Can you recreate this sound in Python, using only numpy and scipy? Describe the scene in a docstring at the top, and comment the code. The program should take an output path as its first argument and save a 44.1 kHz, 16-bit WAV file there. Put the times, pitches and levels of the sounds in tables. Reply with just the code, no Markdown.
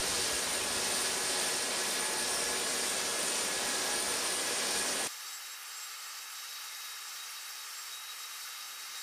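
"""Exhaust roar of a big jet transport, standing on an open concrete ramp with its turbines running.
Behind the tail the turbulent jet surges and rasps, with a shrill compressor whistle, steady blade tones,
a rotor whose speed hunts, and gusts on the microphone. Then the listener is abruptly beside the nose:
a thinner, quieter hiss, one whine that fades in and out in the moving air, and at last a faint rumble.
In both places, reflections from the airframe comb the treble of the noise."""
import sys
import numpy as np
from scipy import signal
from scipy.fft import rfft, irfft, next_fast_len
from scipy.io import wavfile

SR = 44100
rng = np.random.default_rng(int(sys.argv[2]) if len(sys.argv) > 2 else 0)


def pcm_store(signal):
    """Save signal as 16-bit PCM."""
    levels = np.round(np.clip(np.atleast_2d(signal), -1, 1) * 32767)
    wavfile.write(sys.argv[1], SR, levels.astype(np.int16).T)


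N = 397782
CUTOFF_HZ = 15000


def from_db(db):
    """Amplitude ratio of a level in decibels."""
    return 10 ** (np.asarray(db) / 20)


def unit_rms(x):
    """Normalisation to unit power."""
    return x / np.sqrt(np.mean(x ** 2) + 1e-20)


def curves(rows):
    """Linear interpolation in time, one curve per value column."""
    times, *columns = np.transpose(rows)
    return [np.interp(np.arange(N) / SR, times, column) for column in columns]


def swing(rows):
    """Deviation of a level curve from its mean, in dB."""
    level, = curves(rows)
    return level - level[int(rows[0][0] * SR):int(rows[-1][0] * SR)].mean()


def bumps(rows):
    """Superposed raised-cosine pulses, widths taken at half height; one curve per height column."""
    centre, width, *heights = np.transpose(rows)
    phase = np.clip((np.arange(N) / SR - centre[:, None]) / width[:, None], -1, 1)
    return np.array(heights) @ (.5 + .5 * np.cos(np.pi * phase))


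def drift(rate_hz):
    """Low-pass random process of unit rms, changing about rate_hz times a second."""
    hop, settle = 100, 1000
    pole = np.exp(-2 * np.pi * rate_hz * hop / SR)
    white = rng.standard_normal(N // hop + settle + 2)
    slow = signal.lfilter([1], [1, -2 * pole, pole * pole], white)[settle:]
    return np.interp(np.arange(N) / hop, np.arange(len(slow)), unit_rms(slow))


def bin_hz():
    """Fourier frequencies of a span slightly longer than the scene."""
    return np.fft.rfftfreq(2 * next_fast_len(N // 2 + 1), 1 / SR) + 1e-3


def noise_spectrum(colour, peaks=()):
    """Gaussian noise spectrum, shaped by a smooth envelope and by resonances."""
    hz = bin_hz()
    points_hz, points_db = np.transpose(colour)
    db = np.interp(np.log(hz), np.log(points_hz), points_db)
    for centre, width, lift in peaks:
        db = db + lift / (1 + (2 * (hz - centre) / width) ** 2)
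    return rfft(rng.standard_normal(2 * (len(hz) - 1))) * from_db(db) * np.sqrt(SR / 2)


def noise(colour):
    """Spectrally shaped noise of unit power."""
    return unit_rms(irfft(noise_spectrum(colour))[:N])


def blade_tone(hz, scatter_db, fading_hz):
    """Multipath fading: sound scattered by eddies interferes with the direct tone. Unit power."""
    paths = 1 + from_db(scatter_db) * (drift(fading_hz) + 1j * drift(fading_hz))
    phase = 2 * np.pi * np.cumsum(hz) / SR
    return unit_rms(np.real(paths * np.exp(1j * phase)))


# Centres of the body, hiss and top ranges: (frequency [Hz])
RANGE_CENTRES = [2400, 4600, 8500]

def through_air(spectrum, swells_db, bass_flicker_db, treble_flicker_db, flicker_hz, count=12):
    """Scintillation: eddies make each band flicker about its range's swell, short waves most."""
    band_position = np.sqrt(bin_hz() / CUTOFF_HZ) * (count - 1)
    out = np.zeros(N)
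    for k in range(count):
        height = k / (count - 1)
        band = irfft(spectrum * np.maximum(1 - abs(band_position - k), 0))[:N]
        centre_hz = height ** 2 * CUTOFF_HZ
        shares = np.array([np.interp(centre_hz, RANGE_CENTRES, row) for row in np.eye(3)])
        flicker_db = (bass_flicker_db * (1 - height) + treble_flicker_db * height) * drift(flicker_hz)
        out += band * from_db(shares @ swells_db + flicker_db)
    return out


def off_airframe(x, echo_db, sway_s, corner_hz=1670, count=6):
    """Comb filtering: short waves reflect from hull and wings, and moving air sways the delays."""
    treble = signal.sosfilt(signal.butter(2, corner_hz, "high", fs=SR, output="sos"), x)
    n, out = np.arange(N), x
    for mean_delay_s in np.geomspace(.0021, .017, count) * rng.uniform(.85, 1.15, count):
        delay_s = mean_delay_s + sway_s * drift(.81)
        out = out + from_db(echo_db) * np.interp(n - SR * delay_s, n, treble)
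    return out


# Envelope of the rumble: (time [s], level [dB])
RUMBLE_LEVEL = [(5.1, -100), (8.1, -98), (8.45, -86), (8.7, -77), (9.02, -75)]
# Its spectrum: (frequency [Hz], relative density [dB])
RUMBLE_SPECTRUM = [(25, -32), (80, -31), (160, -9), (270, -4), (450, -2), (900, -35)]

def nose_rumble():
    """Faint low-frequency noise under an envelope that rises near the end."""
    return from_db(curves(RUMBLE_LEVEL)[0]) * noise(RUMBLE_SPECTRUM)


# Wind spectrum: (frequency [Hz], relative density [dB])
WIND_SPECTRUM = [(15, -32), (30, -19), (48, 2.5), (75, -1), (120, -2.5), (300, -16), (900, -60)]
# Gusts behind the tail: (time [s], width [s], gain [dB])
WIND_GUSTS = [(.1, 0.65, 12.5), (.75, .5, 14), (1.25, 0.32, 11), (2.42, 0.48, 9), (3.3, .4, 4),
              (4.15, 0.27, 6), (4.78, 0.33, 5)]

def wind(lull_db=-69.5):
    """Turbulent pressure fluctuations: light gusts rumble on the microphone."""
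    buffeting = unit_rms(noise(WIND_SPECTRUM) * from_db(3 * drift(10)))
    return from_db(lull_db + bumps(WIND_GUSTS)[0]) * buffeting


# Jet noise beside the nose: (frequency [Hz], relative density [dB])
HISS_SPECTRUM = [(30, -142), (110, -131), (200, -115.5), (370, -99), (650, -95), (820, -91.5), (1050, -88),
                 (1500, -84.5), (2700, -84.5), (3700, -88.5), (5600, -82.5), (7200, -87), (10500, -88),
                 (12300, -91), (15000, -90.5)]
# Its resonances and dips: (frequency [Hz], bandwidth [Hz], gain [dB])
HISS_RESONANCES = [(490, 92, 2.5), (620, 50, -3), (788, 20, 6.5), (872, 57, 6.5), (1020, 80, -2.5),
                   (1213, 170, 7.5), (1318, 94, 6), (1714, 100, 5.5), (2150, 150, 4.5), (2280, 120, -4.5),
                   (2640, 230, 2), (3040, 120, 4), (4370, 340, 3), (4700, 210, 4.5), (5200, 90, -2.5),
                   (5420, 310, 3.5), (6200, 150, 2), (7300, 200, -3)]
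# Its envelope: (time [s], relative level [dB])
HISS_ENVELOPE = [(5.3, -44), (5.62, -48), (5.8, -44.5), (6.3, -46), (6.7, -43), (7.1, -45.5), (7.6, -43.7),
                 (8.2, -46.5), (8.42, -43.5), (8.75, -46), (8.97, -42.5)]
# Response of body, hiss and top: (gain [dB], share of the swing [ratio])
HISS_RANGES = [(-0.04, 0.18), (0, 1.05), (-0.65, 0.34)]

def nose_hiss():
    """Acoustic shielding: from the front the jet is a hollow hiss with little bass."""
    swing_db = swing(HISS_ENVELOPE) + .84 * drift(5)
    swells_db = np.array([gain + share * swing_db for gain, share in HISS_RANGES])
    spectrum = noise_spectrum(HISS_SPECTRUM, HISS_RESONANCES)
    hiss = through_air(spectrum, swells_db, bass_flicker_db=-.3, treble_flicker_db=1.5, flicker_hz=24)
    return from_db(-.24) * off_airframe(hiss, echo_db=-18.5, sway_s=.00005)


# Compressor blade-passing rate: (time [s], frequency [Hz])
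WHINE_BLADE_RATE = [(5.15, 3808), (5.46, 3833), (5.61, 3806), (6.6, 3819), (7.04, 3802), (7.37, 3828),
                    (7.74, 3799), (8.01, 3823), (9.0, 3806)]
# Weight shifts from octave to fundamental: (time [s], fundamental level [dB], octave level [dB])
WHINE_LEVELS = [(5.1, -55.5, -55), (6.25, -58.5, -55), (6.55, -54, -60), (9.0, -53.5, -57)]
# Focusing and shadowing: (time [s], width [s], fundamental gain [dB], octave gain [dB])
WHINE_FOCUSING = [(5.35, .18, 0, 3), (5.6, 0.088, -2, -3), (5.82, 0.14, -4, 4), (7.22, .06, 5, -3),
                  (7.29, 0.033, -11, 0), (7.55, 0.092, 0, 6), (7.76, 0.2, -9, 4), (7.94, .06, 3, 5),
                  (8.11, 0.036, 5, 0), (8.16, .04, -7, 2), (8.23, .07, 3, 7), (8.95, .07, 4.5, -4)]

def nose_whine(eddy_db=1.8, eddy_hz=11):
    """Refraction: of three fluttering compressor harmonics, moving air swells and fades the lower two."""
    blade_hz = curves(WHINE_BLADE_RATE)[0] + 5.4 * drift(35)
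    first_db, second_db = curves(WHINE_LEVELS) + bumps(WHINE_FOCUSING)
    first_db += eddy_db * drift(eddy_hz)
    first = from_db(first_db) * blade_tone(blade_hz, scatter_db=-10, fading_hz=17)
    second_db += eddy_db * drift(eddy_hz)
    second = from_db(second_db) * blade_tone(2 * blade_hz, scatter_db=-7, fading_hz=20)
    third = from_db(-63.5) * blade_tone(3 * blade_hz, scatter_db=-1, fading_hz=14)
    return first + second + third


# Speed excursions: (time [s], width [s], blade-rate drop [Hz], fundamental gain [dB], octave gain [dB])
ROTOR_SAGS = [(.38, .42, 30, 3, 7), (1.38, .45, 28, 4.5, 2), (2.15, .25, -9, 10, 1), (2.87, .45, 34, -1, 8),
              (3.8, .4, 39, 6.5, 10), (4.6, .24, 48, 2, -2), (4.82, .18, 17.5, 8, 13)]

def hunting_rotor(set_hz=857, base_db=-57.5):
    """Hunting: a rotor strays from its set speed and sings out; its octave beats with the fan tone."""
    drop_hz, gain_db, octave_gain_db = bumps(ROTOR_SAGS)
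    blade_hz = set_hz - drop_hz
    fundamental = from_db(base_db + gain_db) * blade_tone(blade_hz, scatter_db=-4, fading_hz=3.8)
    octave = from_db(base_db + octave_gain_db) * blade_tone(2 * blade_hz, scatter_db=-9, fading_hz=10)
    return fundamental + octave


# Tones behind the tail: (frequency [Hz], level [dB], rms wander [Hz], wander rate [Hz])
SHAFT_TONES = [(243, -59.5, .7, 3), (5755, -59, 30, 12), (6984, -57, 11, 60), (9039, -49, 5, 30)]
# Envelope of the fan tone: (time [s], relative level [dB])
FAN_ENVELOPE = [(0, -59), (.7, -55), (1.05, -49.5), (1.35, -51), (1.65, -50), (2.4, -48), (2.65, -53),
                (3.35, -54.5), (3.7, -49.5), (4.85, -53)]

def steady_whines(fan_hz=1690):
    """Periodic blade passage: governed shafts and the fan radiate tones of nearly constant pitch."""
    shafts = sum(from_db(db) * blade_tone(hz + wander * drift(rate), scatter_db=-4.5, fading_hz=4)
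                 for hz, db, wander, rate in SHAFT_TONES)
    fan = blade_tone(fan_hz + 1.34 * drift(6.6), scatter_db=-11, fading_hz=24)
    return shafts + from_db(curves(FAN_ENVELOPE)[0] + 1) * fan


# Band of the rasp: (frequency [Hz], relative density [dB])
RASP_SPECTRUM = [(4500, -20), (5200, 18), (5750, 21), (6100, -15)]
# Its flares and one slight dip: (time [s], width [s], gain [dB])
RASP_SWELLS = [(.05, .2, 8.5), (1.25, .2, -1), (2.38, 0.36, 17), (4.25, .18, 13)]

def jet_rasp():
    """Amplitude-modulated band noise: the jet flares briefly into a rasp."""
    return from_db(-59 + bumps(RASP_SWELLS)[0]) * noise(RASP_SPECTRUM)


# Jet noise behind the tail: (frequency [Hz], relative density [dB])
ROAR_SPECTRUM = [(25, -100), (50, -90.5), (140, -82.5), (220, -78), (400, -71.5), (620, -72.5),
                 (800, -72.5), (3000, -75.5), (4800, -74), (8000, -77), (10500, -81), (11800, -84.5),
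                 (13200, -89.5), (15000, -90)]
# Its resonances and dips: (frequency [Hz], bandwidth [Hz], gain [dB])
# The last is the compressor tone, broadened by turbulence.
ROAR_RESONANCES = [(196, 22, 7), (275, 20, 5), (375, 26, 7), (420, 13, -2), (474, 34, 5.5), (600, 71, 4),
                   (1090, 45, 0), (1920, 51, 1.5), (2105, 26, 1), (2437, 75, 2.5), (5620, 110, 3),
                   (9010, 415, 12.5)]
# Envelope of its hiss: (time [s], relative level [dB])
ROAR_ENVELOPE = [(0, -34.5), (.18, -29), (.4, -34.5), (1.05, -32.5), (1.85, -33.5), (2.1, -35), (3.45, -34),
                 (4.75, -33.5), (5.05, -35.5)]
# Response of body, hiss and top: (gain [dB], surge depth [dB], share of the swing [ratio])
ROAR_RANGES = [(0.38, 0.18, .1), (1.0, .5, 1.0), (0.14, 0.5, .05)]

def exhaust_roar(surge_hz=2.08, crest_s=.927):
    """Turbulent mixing noise: the jet's broadband roar swells and ebbs about twice a second."""
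    surge = np.cos(2 * np.pi * surge_hz * (np.arange(N) / SR - crest_s)) + .5 * drift(2.4)
    swing_db = swing(ROAR_ENVELOPE)
    swells_db = np.array([gain + depth * surge + share * swing_db for gain, depth, share in ROAR_RANGES])
    spectrum = noise_spectrum(ROAR_SPECTRUM, ROAR_RESONANCES)
    roar = through_air(spectrum, swells_db, bass_flicker_db=.22, treble_flicker_db=1.5, flicker_hz=12)
    return from_db(-.4) * off_airframe(roar + jet_rasp(), echo_db=-15.5, sway_s=.00008)


def scene(change_s=5.077, crossfade_s=.0085):
    """Superposition at two listening places, first tail, then nose; both channels are alike."""
    tail = exhaust_roar() + steady_whines() + hunting_rotor() + wind()
    nose = nose_hiss() + nose_rumble() + nose_whine()
    at_nose = np.clip((np.arange(N) / SR - change_s) / crossfade_s + .5, 0, 1)
    mono = (1 - at_nose) * tail + at_nose * nose
    return np.array([mono, mono])


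def record(dry):
    """Band limiting: an elliptic low-pass filter cuts the top steeply."""
    return signal.sosfilt(signal.ellip(12, .1, 80, CUTOFF_HZ, fs=SR, output="sos"), dry)


dry = scene()
out = record(dry)
pcm_store(out)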